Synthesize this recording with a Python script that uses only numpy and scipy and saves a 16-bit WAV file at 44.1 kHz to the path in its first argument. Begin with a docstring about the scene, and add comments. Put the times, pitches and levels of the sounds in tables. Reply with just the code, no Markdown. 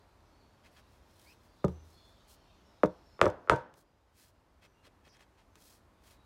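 """Axe knocks on a bench

A steel axe head on a wooden handle is knocked four times on a weathered plank bench by a house wall.
Each blow sends a bending wave along the plank, high notes first, and makes the bench ring; the head
bounces and clicks. In between, hands and sleeves rub the handle, over quiet air and a few far birds."""
import sys
import numpy as np
from scipy import signal
from scipy.fft import rfft, irfft
from scipy.io import wavfile
from scipy.ndimage import uniform_filter1d, minimum_filter1d

SR = 44100
rng = np.random.default_rng(int(sys.argv[2]) if len(sys.argv) > 2 else 0)


def wav_out(sig):
    """Save sig, one row per channel (or a flat mono array), as 16-bit PCM at SR to the path in sys.argv[1]."""
    wavfile.write(sys.argv[1], SR, np.round(np.clip(np.atleast_2d(sig).T, -1, 1) * 32767).astype(np.int16))


N = 275625

# the four knocks; sound above hardness_hz is dulled:
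# start_s, force_db, hardness_hz, ring_db, scatter_db, spot
BLOWS = [(1.6420, 7, 300, -3, -8, "middle"), (2.8333, 5, 750, 1, -15.5, "outer"),
         (3.2142, 4, 4790, 1, -5, "edge"), (3.4967, 5.5, 4900, 1.5, -2, "corner")]
# the head drops back on the spot last struck: start_s, force_db, ring_db
BOUNCES = [(1.6806, -24, -21.5), (2.8478, -7, -12), (3.2305, 0.5, -8), (3.2390, 1, -13.5),
           (3.2545, -0.5, -8.5), (3.2640, 7.5, -4), (3.5130, 2, 9.5), (3.521, 3.5, -6), (3.5333, 4, 1)]
# the resting head nudges the bench as the grip changes: start_s, force_db
NUDGES = [(4.871, -35.5), (5.068, -35), (5.5553, -45)]
# for each named spot, the travel time of a wave near 1 kHz and the pitch where the plank gives most:
# delay_s, give_hz, give_db, width_octaves
SPOTS = {"middle": (0.00162, 180.6, 18, 0.42), "outer": (0.0017, 330, 2.1, 0.83),
         "edge": (0.00146, 1200, 4.7, 0.078), "corner": (0.001367, 1400, 6.25, 0.21)}
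# the bench's own notes and their strength at each spot (fade_s is always the time to drop 60 dB):
# pitch_hz, fade_s, middle_db, outer_db, edge_db, corner_db
BENCH_NOTES = [(79.3, 0.6, -33.5, -52.5, -57, -60), (100.8, 0.074, -88, -59.5, -17, -23.5),
               (131.6, 0.17, -25.5, -39, -34.5, -29), (175.9, 0.15, -18, -24, -27.5, -33.5),
               (190, .12, -60, -26.5, -31.5, -34), (311, 0.15, -34, -21, -24, -29.5),
               (367, 0.15, -27, -37, -21, -34), (438, 0.099, -22, -18.5, -31.5, -27.5),
               (507, 0.27, -39, -36, -29, -31), (463, 0.047, -18, -26, -28.5, -20.5),
               (584, 0.084, -24, -31, -24, -20), (603, 0.16, -65, -28.5, -18, -28.5),
               (685, 0.053, -50, -28.5, -26.5, -20.5), (820, 0.088, -33, -50.5, -36, -43),
               (890, 0.18, -72, -48, -32.5, -31.5), (923.6, .11, -48, -31.5, -34.5, -24),
               (939, 0.21, -45, -39.5, -31, -25.5), (1240, 0.12, -69, -48.5, -36.5, -42),
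               (1219, 0.049, -25.5, -45, -38.5, -41), (1310, 0.1, -61, -63.5, -31.5, -37),
               (1395, 0.15, -80, -49.5, -38.5, -37), (1540, 0.086, -71, -55.5, -41.5, -33.5),
               (1530, 0.24, -65, -60.5, -45, -41), (1760, 0.076, -50, -47.5, -42.5, -41.5)]
# tone of the first bending wave: pitch_hz, level_db
WAVE_TONE = [(50, -5.5), (150, 13), (250, 5.5), (350, 21.5), (580, 26), (810, 14), (1000, 22), (1290, 25.5),
             (1600, 16), (2000, 18), (3000, 10.5), (5000, 2.5), (8500, 3.5), (16000, -10.5)]
# the stiff handle's notes, brought out by a hard hit: pitch_hz, level_db, fade_s
HANDLE_NOTES = [(1705, -30, 0.079), (2020, -41.5, .07), (2070, -36.5, 0.099), (2390, -39.5, 0.065),
                (2647, -36, 0.072), (3140, -40.5, 0.093), (3420, -49, 0.12), (3450, -44, 0.22),
                (5170, -47, 0.076)]
# waves scattered by plank ends and joints: pitch_hz, level_db, fade_s
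PLANK_ECHOES = [(30.2, 2.5, .2), (58.6, 17.5, 0.19), (116, 16, 0.087), (245, 8, 0.095), (550.5, 24.5, .16),
                (780, 15.5, 0.16), (1320, 22, 0.093), (1950, 10, 0.21), (3070, 1, 0.22), (5000, -2.5, 0.26),
                (8010, 2.5, 0.17), (10840, -4.5, 0.24), (16000, -6.5, 0.22)]
# echoes from the yard: pitch_hz, level_db, fade_s
YARD_ECHOES = [(30, -17.5, .7), (69.67, -3, 1), (250, 0.5, 0.875), (550, 8, 0.62), (1003.5, 12.5, 0.47),
               (1510, 11.5, 0.47), (2120, -4, 0.55), (4005, -13.5, .5), (11990, -26.5, .35)]
# sharp clicks of the steel head: start_s, level_db
CLICKS = [(1.682, -49.5), (2.8585, -43.5), (3.2569, -32.5), (3.2793, -44), (3.3008, -42), (3.5608, -39),
          (3.74, -48.5), (5.1682, -58), (5.556, -50.5)]
# tone of a click: pitch_hz, level_db
CLICK_TONE = [(500, -6), (1800, 5), (4000, -6), (4800, -2), (6000, 0.5), (8500, -8), (10500, -13.5),
              (16000, -20.5)]
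# the steel head's own notes: pitch_hz, level_db, fade_s
STEEL_NOTES = [(3530, -20, 0.11), (3750, -20.5, .05), (6030, -16.5, 0.031)]
# a palm slides along the handle: middle_s, length_s, level_db, skin_share (0 all cloth, 1 all skin)
RUBS = [(1.26, 0.29, -69.5, 0.89), (1.886, 0.19, -77.5, 0.94), (2.319, 0.12, -63.5, 0.99),
        (3.791, 0.11, -62.5, 1), (4.225, 0.22, -60, 0.83), (5.68, 0.3, -62, 0.93),
        (6.094, 0.2, -64.5, 0.61)]
# a sleeve brushes past: middle_s, level_db
BRUSHES = [(0.664, -64), (0.781, -63), (4.645, -60), (4.86, -60), (5.07, -62.5), (5.152, -65.5),
           (5.216, -62), (5.4, -69), (5.57, -70.5)]
# bright hiss of skin: pitch_hz, level_db
SKIN_TONE = [(800, -7), (2000, -16.5), (4000, -0.5), (6500, -1), (10000, -2), (15500, -6)]
# dull rustle of cloth: pitch_hz, level_db
CLOTH_TONE = [(300, 1.5), (1000, 1), (1900, 5), (4200, -3), (6500, -9), (10000, -15), (16000, -31)]
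# narrow bands that the rubbed axe makes louder: pitch_hz, width_hz, boost_db
RUB_PEAKS = [(1860, 89, -1), (2565, 67, 9), (3257, 64, 11), (4180, 56, 10), (4940, 120, 4.5),
             (5500, 120, 3.5)]
# the palm squeaks on the handle: start_s, length_s, first_hz, last_hz, level_db, wobble_share, octave_db
SQUEAKS = [(1.251, 0.094, 2000, 2870, -62.5, 0.063, -4), (5.074, 0.087, 5480, 5300, -65, 0.095, -24)]
# the clearest far bird notes: start_s, length_s, first_hz, last_hz, level_db
BIRD_NOTES = [(.25, .26, 4390, 4490, -80.5), (1.68, 0.14, 5760, 6260, -74.5),
              (1.884, .2, 4440, 4280, -72.5), (1.919, 0.194, 3440, 3480, -70.5),
              (2.618, 0.094, 5600, 5210, -77), (3.02, 0.16, 5480, 5130, -72),
              (4.72, 0.089, 2820, 2770, -75), (6.08, .15, 3970, 3820, -78)]
# tone of the farthest birds, blurred into a chorus: pitch_hz, level_db
CHORUS_TONE = [(1200, -39.5), (2500, -2), (4000, 0.5), (5500, -4.5), (7000, -10), (9500, -32)]
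# how the chorus swells and sinks: time_s, change_db
CHORUS_SWELL = [(0, -1.5), (2.098, 5), (3.1, 4), (4.3, -3.5), (6.25, -10)]
# tone of the outdoor air: pitch_hz, level_db
AIR_TONE = [(22, -33.5), (38, 1), (81, 0), (145, -10.5), (295, -10), (464, -14.5), (645, -12.5),
            (751, -15.5), (919, -13.5), (1100, -16), (3250, -31), (4750, -33), (5820, -35.5),
            (14500, -42.5), (16000, -56.5)]


def knocks(steepness=2.19):
    """Each knock makes a falling chirp in the plank, a clack in the handle, echoes and a ringing bench."""
    out, hz = np.zeros(N), bins(SR)
    clack = rfft(ringing(HANDLE_NOTES, SR))
    fade = np.minimum(np.linspace(10, 0, SR), 1)  # each hit fades out over its last tenth of a second
    chirp = {spot: bending_wave(spot) for spot in SPOTS}
    ring = {spot: bench_ring(spot) for spot in SPOTS}
    for start_s, force_db, hardness_hz, ring_db, scatter_db, spot in knock_list():
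        dulling_db = -20 * np.log10(1 + (hz / hardness_hz) ** steepness)  # a soft touch lacks high notes
        push = amp(force_db) * tone_filter(dulling_db)
        scattered = echoes(PLANK_ECHOES, rise_s=0.0014) + echoes(YARD_ECHOES, rise_s=0.017)
        hit = irfft(push * (chirp[spot] + clack + amp(scatter_db) * scattered))
        add(out, start_s, fade * hit + amp(ring_db) * ring[spot])
    return out


def knock_list(bounce_hz=620, pre_echo_hz=1330, nudge_hz=419.6, hard_hz=2500, pre_echo_gap_s=0.0113):
    """Lists every blow, bounce, pre-echo and nudge, in the columns of BLOWS."""
    rows = list(BLOWS)
    for start_s, force_db, ring_db in BOUNCES:
        last_spot = [spot for blow_s, *_, spot in BLOWS if blow_s < start_s][-1]
        rows.append((start_s, force_db, bounce_hz, ring_db, -3, last_spot))
    for start_s, force_db, hardness_hz, _, _, spot in BLOWS:
        if hardness_hz > hard_hz:  # two faint pre-echoes are heard just before each hard knock
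            for k in (1, 2):
                rows.append((start_s - k * pre_echo_gap_s, force_db - 29, pre_echo_hz, -np.inf, -4, spot))
    return rows + [(start_s, force_db, nudge_hz, -42.5, -8, "outer") for start_s, force_db in NUDGES]


def bending_wave(spot):
    """The spectrum (the mix of pitches) of the falling chirp that runs straight from the struck spot."""
    delay_s, give_hz, give_db, width_octaves = SPOTS[spot]
    hz = bins(SR)
    boost_db = give_db * np.exp(-(np.log2((hz + 1) / give_hz) / width_octaves) ** 2)
    lag = np.exp(-2j * np.pi * np.cumsum(travel_time(hz, delay_s)))
    return tone_filter(look_up(WAVE_TONE, hz) + boost_db) * lag


def travel_time(hz, delay_s, power=1.06, slowest_hz=110):
    """Seconds a bending wave takes along the plank: the lower the note, the later it arrives."""
    return delay_s * (1e3 / (hz + slowest_hz)) ** power


def bench_ring(spot, build_s=0.0028):
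    """The bench rings with its own notes, each as strong as it moves at the struck spot."""
    t, ring = np.arange(SR) / SR, np.zeros(SR)
    for hz, fade_s, *spot_db in BENCH_NOTES:
        age = np.maximum(t - travel_time(hz, SPOTS[spot][0]), 0)
        build = 1 - np.exp(-age / build_s)  # a note needs a trip along the plank to build up
        strength = amp(spot_db[list(SPOTS).index(spot)])
        ring += strength * build * dying(age, fade_s) * np.sin(2 * np.pi * hz * age)
    return ring


def echoes(table, rise_s):
    """The spectrum of one second of crowded echoes that build up, then fade, each pitch at its own pace."""
    hz, t, bands = signal.stft(rng.standard_normal(SR), SR, nperseg=512)
    fade_s = look_up(table, hz, column=2)[:, None]
    energy = fade_s * SR / np.log(1e6)  # evened out below, so a longer fade adds no energy
    tail = signal.istft(bands * dying(t, fade_s) / np.sqrt(energy), SR, nperseg=512)[1][:SR]
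    swell = 1 - np.exp(-(np.arange(SR) / SR / rise_s) ** 2)
    return rfft(tail * swell) * tone_filter(look_up(table, bins(SR)))


def clicks(snap_s=0.0012, after_db=-17, after_s=0.0091, grit_delay_s=0.005, grit_db=-41.5):
    """The steel head clicks, and crushes grit at each blow; the hand keeps its ring short."""
    out, t = np.zeros(N), np.arange(SR // 8) / SR
    ring = ringing(STEEL_NOTES, len(t))
    snap_shape = np.exp(-t / snap_s) + amp(after_db) * np.exp(-t / after_s)
    grit = [(blow[0] + grit_delay_s, grit_db) for blow in BLOWS]
    for start_s, level_db in CLICKS + grit:
        snap = noise(CLICK_TONE, len(t)) * snap_shape
        add(out, start_s, amp(level_db) * (snap + ring))
    return out


def rubs(grain_db=2.0, shuffle_db=5.5):
    """Palms slide and sleeves brush on the handle; they catch unevenly and the axe shapes the tone."""
    t, hz = np.arange(N) / SR, bins(N)
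    skin, cloth = noise(SKIN_TONE, N), noise(CLOTH_TONE, N)

    def stroke(middle_s, length_s, level_db, skin_share):
        """One smooth swell of rubbing, part skin and part cloth."""
        swell = np.exp(-abs(3.3 * (t - middle_s) / length_s) ** 3)
        return amp(level_db) * swell * (np.sqrt(skin_share) * skin + np.sqrt(1 - skin_share) * cloth)

    out = sum(stroke(*row) for row in RUBS)
    out += sum(stroke(middle_s, length_s=0.08, level_db=db, skin_share=0.047) for middle_s, db in BRUSHES)
    shuffle = amp(shuffle_db * wander(N, span=4000))  # fingers shift faintly as the axe is turned over
    out += shuffle * stroke(middle_s=1.47, length_s=2.4, level_db=-79, skin_share=0.86)
    catches = unit(amp(grain_db * wander(N, span=130)))
    boost_db = sum(db / (1 + (2 * (hz - peak_hz) / width_hz) ** 2) for peak_hz, width_hz, db in RUB_PEAKS)
    return irfft(rfft(out * catches) * amp(boost_db), N)


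def squeaks():
    """Skin sticks and slips on the handle, making short, rough notes that slide in pitch."""
    out = np.zeros(N)
    for start_s, length_s, first_hz, last_hz, level_db, wobble_share, octave_db in SQUEAKS:
        phase = glide(length_s, first_hz, last_hz, wobble_share, span=40)
        squeak = np.sin(phase) + amp(octave_db) * np.sin(2 * phase)
        add(out, start_s, amp(level_db) * squeak * signal.windows.tukey(len(phase), 0.5))
    return out


def birds(echo_fade_s=0.65):
    """Far birds whistle wavering notes, heard mostly through their echoes."""
    whistles, t = np.zeros(N), np.arange(SR // 2) / SR
    for start_s, length_s, first_hz, last_hz, level_db in BIRD_NOTES + faint_notes():
        phase = glide(length_s, first_hz, last_hz, wobble_share=0.018, span=400)
        add(whistles, start_s, amp(level_db) * np.sin(phase) * signal.windows.tukey(len(phase), 0.7))
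    tail = rng.standard_normal(len(t)) * dying(t, echo_fade_s)
    return 0.5 * whistles + 1.5 * signal.oaconvolve(whistles, tail / np.linalg.norm(tail))[:N]


def faint_notes(count=10, low_hz=3590, high_hz=7200, length_s=0.15, sag_share=0.05, level_db=-85):
    """Lists fainter bird notes at random times and pitches, each sagging a little in pitch."""
    when, height = rng.random((count, 2)).T
    starts = (np.arange(count) + when) / count * N / SR
    pitches = low_hz * (high_hz / low_hz) ** height
    return [(start_s, length_s, hz, hz * (1 - sag_share), level_db) for start_s, hz in zip(starts, pitches)]


def bird_chorus(level_db=-80, patchy_db=4.0):
    """The farthest birds blur into a high, patchy hiss that swells and sinks."""
    bands = signal.stft(noise(CHORUS_TONE, N), SR, nperseg=1024)[2]
    patches = uniform_filter1d(rng.standard_normal(bands.shape), size=5, axis=0)  # smooth across pitch
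    patches = unit(uniform_filter1d(patches, size=14, axis=1))  # then across time
    blur = unit(signal.istft(bands * amp(patchy_db * patches), SR, nperseg=1024)[1][:N])
    swell_db = np.interp(np.arange(N) / SR, *np.transpose(CHORUS_SWELL))
    return blur * amp(level_db + swell_db)


def air(level_db=-63.5):
    """The steady, low hush of outdoor air."""
    return noise(AIR_TONE, N) * amp(level_db)


def amp(db):
    """Turns decibels into a number to multiply by."""
    return 10 ** (np.asarray(db) / 20)


def unit(x):
    """Scales a signal to an average strength (rms) of 1."""
    return x / np.sqrt(np.mean(x ** 2) + 1e-20)


def look_up(table, hz, column=1):
    """Reads a table at any pitch, filling in smoothly between its rows."""
    columns = np.transpose(table)
    return np.interp(np.log(hz + 1), np.log(columns[0]), columns[column])


def add(mix, start_s, sound):
    """Mixes a sound in at its start time."""
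    part = mix[max(round(start_s * SR), 0):][:len(sound)]
    part += sound[:len(part)]


def bins(size):
    """The pitches, in Hz, in the spectrum of that many samples."""
    return np.fft.rfftfreq(size, 1 / SR)


def tone_filter(db):
    """A filter with these levels that lets nothing sound before the blow (minimum phase)."""
    log_gain = np.log(amp(np.r_[db, db[-2:0:-1]]))
    return np.exp(np.conj(signal.hilbert(log_gain)))[:len(db)]


def noise(tone, size):
    """Noise of strength 1, shaped by a tone table."""
    return unit(irfft(rfft(rng.standard_normal(size)) * amp(look_up(tone, bins(size))), size))


def wander(size, span):
    """A random drift of strength 1, smoothed over span samples."""
    return unit(uniform_filter1d(rng.standard_normal(size), size=span))


def glide(length_s, first_hz, last_hz, wobble_share, span):
    """The phase (running angle) of a note that wobbles as it slides from one pitch to another."""
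    size = int(length_s * SR)
    wobble = 1 + wobble_share * wander(SR, span)[:size]
    return 2 * np.pi * np.cumsum(np.linspace(first_hz, last_hz, size) * wobble) / SR


def dying(t, fade_s):
    """A fade that drops 60 dB every fade_s seconds."""
    return np.exp(-np.log(1000) * t / fade_s)


def ringing(notes, size):
    """A struck object's own notes, each fading at its own pace."""
    t = np.arange(size) / SR
    return sum(amp(db) * dying(t, fade_s) * np.sin(2 * np.pi * hz * t) for hz, db, fade_s in notes)


def limiter(x, ceiling_db=-6.6, recovery_s=1):
    """Turns everything down at once when a peak passes the ceiling, then slowly back up."""
    peak = -minimum_filter1d(-abs(x[0]), size=300)
    over_db = np.maximum(20 * np.log10(peak + 1e-9) - ceiling_db, 0)
    recovery = np.exp(-np.arange(N) / SR / recovery_s)
    held_db = np.maximum.accumulate(over_db / recovery) * recovery
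    return x * amp(-uniform_filter1d(held_db, size=150))


def scene():
    """All the sounds together in one channel."""
    return (knocks() + clicks() + rubs() + squeaks() + birds() + bird_chorus() + air())[None]


def record(dry, low_cut_hz=38, high_cut_hz=15900):
    """Cuts the deepest rumble, holds down loud peaks and trims the very highest pitches."""
    thinned = signal.sosfilt(signal.butter(2, low_cut_hz, "highpass", fs=SR, output="sos"), dry)
    high_cut = signal.firwin(511, high_cut_hz, window=("kaiser", 9), fs=SR)
    return signal.oaconvolve(limiter(thinned), high_cut[None], "same")


dry = scene()
out = record(dry)
wav_out(out)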